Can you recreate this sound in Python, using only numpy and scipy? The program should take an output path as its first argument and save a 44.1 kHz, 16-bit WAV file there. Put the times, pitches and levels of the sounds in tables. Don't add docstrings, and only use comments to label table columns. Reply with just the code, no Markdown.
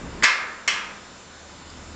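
import sys
import numpy as np
from scipy import signal
from scipy.io import wavfile

SR = 44100
rng = np.random.default_rng(int(sys.argv[2]) if len(sys.argv) > 2 else 0)


def persist_wave(psi):
    counts = np.round(np.clip(psi, -1, 1) * 32767).astype(np.int16)
    wavfile.write(sys.argv[1], SR, np.atleast_2d(counts).T)


N = 85995
TIME = np.arange(N) / SR

# start in seconds, ring level in dB, crack level in dB,
# spot struck (0 or 1), treble limit in Hz (higher for a harder blow).
STEEL_BLOWS = [(0.2239, -21, -15, 0, 3000), (0.2319, -22.5, -11, 0, 6970), (0.2366, -11.5, -7, 0, 8800),
               (0.2400, -22, -9.5, 0, 9000), (0.254, -25, -13.5, 0, 3200), (0.6766, -15.5, -12.5, 1, 12000),
               (0.7002, -31, -23, 1, 3500)]
# pitch in Hz, relative dB at spot 0, relative dB at spot 1.
CRACK_COLOUR = [(100, -32.5, -32), (305, -33.5, -20), (703, -19, -14.5), (1290, -6, -13), (1730, 2.5, 0),
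                (2135, 7.5, 7.5), (2580, -6, -24), (3050, -9.5, -5), (3750, -4.5, -20), (4350, -11, -0.5),
                (4950, -2.5, -14), (5160, -7, -1), (5650, -22.5, -17), (7165, 2, 2.5), (7440, -20, -18),
                (8250, -30, -31)]
# pitch in Hz, relative dB at spot 0, relative dB at spot 1.
LATTICE_COLOUR = [(204, -47, -36), (427, -19, -13.5), (864, -17.5, -15), (970, -11, -8), (1400, -6.5, -5.5),
                  (2010, -2, -2), (2640, -2.5, 0.5), (2800, -15, -0.5), (3170, -7, 0), (3430, -8.5, -9.5),
                  (4400, -10, -9.5), (5440, -8.5, -7), (6460, -17.5, -12), (7000, 8, -7),
                  (7530, -36.5, -16), (8500, -34, -36)]
# pitch in Hz, seconds to fade by 60 dB.
LATTICE_FADES = [(300, 1.9), (1100, 1.3), (2000, 0.81), (3000, 0.55), (5000, 0.49), (8000, .4)]


def clanks(crack_fade_s=0.049, lattice_db=-6):
    out = np.zeros(N)
    band_fades = np.array([struck_fade(fade_s) for fade_s in at_hz(LATTICE_FADES, BAND_CENTRES_HZ)])
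    for start_s, ring_db, crack_db, spot, treble_hz in STEEL_BLOWS:
        column = 1 + spot
        crack = noise_bands(CRACK_COLOUR, column).sum(axis=0) * struck_fade(crack_fade_s)
        girder = girder_ring(column)
        lattice = (noise_bands(LATTICE_COLOUR, column) * band_fades).sum(axis=0)
        ring = girder + from_db(lattice_db) * lattice
        blow = from_db(crack_db) * crack + from_db(ring_db) * ring
        treble_cut = signal.butter(2, treble_hz, fs=SR, output="sos")
        out += starting_at(start_s, signal.sosfilt(treble_cut, blow))
    return out


# pitch in Hz, level in dB when struck at spot 0,
# level in dB when struck at spot 1, seconds to fade by 60 dB.
GIRDER_NOTES = [(922, -26.5, -28, 1), (1028, -14, -24.5, 0.66), (1173, -15, -18, 0.61),
                (1246, -24, -20.5, 0.93), (1336, -22.5, -31, 0.99), (1360, -25, -23, 0.6),
                (1574, -18.5, -27.5, 0.76), (1650, -19.5, -17, 0.63), (1698, -12.5, -22.5, .7),
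                (1788, -17, -25, 1), (1940, -25, -31, 0.49), (1970, -10.5, -21, 0.38), (2065, -2, 0, 0.12),
                (2137, -10.5, -10.5, 0.57), (2203, -12.5, -15, 0.17), (2323, -22.5, -26, 0.62),
                (2420, -17.5, -31, .5), (2607, -18, -12, .43), (3004, -18, -10, 0.37),
                (3260, -28, -15.5, 0.51), (4010, -31.5, -29, 0.53), (4100, -22.5, -23.5, 0.56),
                (4450, -18, -31, 0.49), (5160, -23.5, -35, 0.37), (5160, -31, -30, .4),
                (5580, -18.5, -12, .22), (5750, -30, -23, 0.56), (6530, -19.5, -33, 0.19),
                (6730, -26, -11, .12)]


def girder_ring(column, twin_gap_hz=8, twin_gain=0.4):
    out = np.zeros(N)
    for note in GIRDER_NOTES:
        hz, db, fade_s = note[0], note[column], note[-1]
        phase, twin_phase = rng.uniform(0, 2 * np.pi, 2)
        twin_hz = hz + twin_gap_hz * rng.choice([-1, 1]) * (.5 + rng.random())
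        tone = np.sin(2 * np.pi * hz * TIME + phase)
        twin = np.sin(2 * np.pi * twin_hz * TIME + twin_phase)
        out += from_db(db) * (tone + twin_gain * twin) * struck_fade(fade_s)
    return out


# pitch in Hz, relative level in dB.
THUD_COLOUR = [(40, -10), (120, -11), (230, 1.5), (400, -14), (650, 7.5), (1000, -6), (1500, -14),
               (4000, -34)]


def thud(start_s=0.232, level_db=-22, fade_s=0.069):
    knock = noise_bands(THUD_COLOUR).sum(axis=0) * struck_fade(fade_s)
    return from_db(level_db) * starting_at(start_s, knock)


# time in seconds, level in dB.
RUMBLE_LEVELS = [(0, -36.5), (.08, -37), (.2, -37.5), (.243, -31), (.256, -56), (.8, -53.5), (1.0, -51.5),
                 (1.35, -55), (1.6, -48.5), (1.8, -44.5), (1.95, -44.5)]
# pitch in Hz, relative level in dB.
RUMBLE_COLOUR = [(25, -11), (39, 6.5), (50, -12), (72, -2.5), (140, -5), (210, -2), (340, -7.5), (450, -11),
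                 (700, -16), (1000, -14.5), (1600, -18), (2800, -26), (7000, -49)]
# time in seconds, level in dB.
HUM_LEVELS = [(0, -66), (.08, -40), (.15, -43.5), (.27, -64), (1.1, -60.5), (1.45, -54), (1.7, -50.5),
              (1.95, -43)]


def rolling(hum_hz=72, rise_hz_per_s=2, pitch_waver=0.019):
    rumble_db = in_time(RUMBLE_LEVELS) + 0.9 * drift(23)
    rumble = from_db(rumble_db) * noise_bands(RUMBLE_COLOUR).sum(axis=0)
    hz = (hum_hz + rise_hz_per_s * TIME) * (1 + pitch_waver * drift(7.5))
    hum_db = in_time(HUM_LEVELS) + 0.61 * drift(5)
    return rumble + from_db(hum_db) * gliding_tone(hz)


# start in seconds, level in dB, pitch in Hz.
GRIT_TICKS = [(1.160, -42, 1380), (1.4958, -39, 1290), (1.700, -38.5, 4750)]


def grit(fade_s=0.035, band_ratio=1.032):
    out = np.zeros(N)
    for start_s, db, hz in GRIT_TICKS:
        narrow_band = signal.butter(1, [hz / band_ratio, hz * band_ratio], "band", fs=SR, output="sos")
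        noise = unit_level(signal.sosfilt(narrow_band, rng.standard_normal(N)))
        out += from_db(db) * starting_at(start_s, noise * struck_fade(fade_s))
    return out


# time in seconds, level in dB.
SINKING_LEVELS = [(.3, -60.5), (.58, -58), (.68, -52.5), (.97, -55.5), (1.1, -57), (1.4, -64), (1.95, -74)]


def sinking_tone(start_hz=278, floor_hz=169.2, sink_s=0.73, pitch_waver=0.015):
    hz = floor_hz + (start_hz - floor_hz) * np.exp(-TIME / sink_s)
    hz *= 1 + pitch_waver * drift(10)
    return from_db(in_time(SINKING_LEVELS)) * gliding_tone(hz)


# pitch in Hz, relative level in dB.
BREEZE_COLOUR = [(25, -20), (80, -4.5), (190, 0.5), (350, 0.5), (600, -0.5), (900, -1.5), (1400, -1.5),
                 (2200, -6), (3200, -7.5), (4500, -8), (6000, -9), (7300, -11), (8000, -27.5), (8800, -50)]


def breeze(level_db=-46.5, stir_db=1.6):
    bands = noise_bands(BREEZE_COLOUR)
    return from_db(level_db) * sum(band * from_db(stir_db * drift(6)) for band in bands)


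# pitch in Hz, level in dB.
MOTOR_TONES = [(1465, -61), (3025, -66), (3510, -64), (3709, -65.5), (4290, -67), (5065, -66), (6535, -66),
               (6735, -69), (7220, -57.5)]


def motor_whine(waver_hz=2.24):
    return sum(from_db(db) * gliding_tone(hz + waver_hz * drift(10.4)) for hz, db in MOTOR_TONES)


def from_db(db):
    return 10 ** (np.asarray(db) / 20)


def unit_level(x):
    return x / np.sqrt(np.mean(x ** 2) + 1e-20)


def in_time(rows):
    return np.interp(TIME, *np.transpose(rows))


def at_hz(rows, hz, column=1):
    table = np.array(rows)
    return np.interp(np.log(hz), np.log(table[:, 0]), table[:, column])


def drift(rate_hz):
    step, warm_up = 40, 2000
    memory = np.exp(-2 * np.pi * step * rate_hz / SR)
    noise = rng.standard_normal(N // step + warm_up + 2)
    slow = signal.lfilter([1], [1, -2 * memory, memory * memory], noise)[warm_up:]
    return np.interp(np.arange(N) / step, np.arange(len(slow)), unit_level(slow))


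BAND_EDGES_HZ = np.concatenate([np.geomspace(22, 800, 14)[:-1], np.geomspace(800, 9400, 25)])
BAND_CENTRES_HZ = np.sqrt(BAND_EDGES_HZ[:-1] * BAND_EDGES_HZ[1:])
BAND_FILTERS = [signal.butter(2, edges, "band", fs=SR, output="sos")
                for edges in zip(BAND_EDGES_HZ, BAND_EDGES_HZ[1:])]


def noise_bands(colour, column=1):
    white = rng.standard_normal((2, N + SR // 4))
    bands = np.array([signal.sosfilt(sos, white[k % 2])[-N:] for k, sos in enumerate(BAND_FILTERS)])
    bands *= from_db(at_hz(colour, BAND_CENTRES_HZ, column))[:, None]
    return bands / bands.sum(axis=0).std()


def struck_fade(fade_s, rise_s=0.00084):
    return (1 - np.exp(-TIME / rise_s)) * np.exp(-np.log(1000) * TIME / fade_s)


def gliding_tone(hz):
    return np.sqrt(2) * np.sin(2 * np.pi * np.cumsum(hz) / SR)


def starting_at(start_s, x):
    return np.concatenate([np.zeros(int(start_s * SR)), x])[:N]


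def scene():
    return (clanks() + thud() + grit() + rolling() + sinking_tone() + breeze() + motor_whine())[None]


def record(dry, ceiling=0.96, treble_hz=8780):
    rounded = ceiling * np.tanh(dry / ceiling)
    treble_cut = signal.ellip(10, .2, 80, treble_hz, fs=SR, output="sos")
    return signal.sosfilt(treble_cut, rounded, axis=-1)


dry = scene()
out = record(dry)
persist_wave(out)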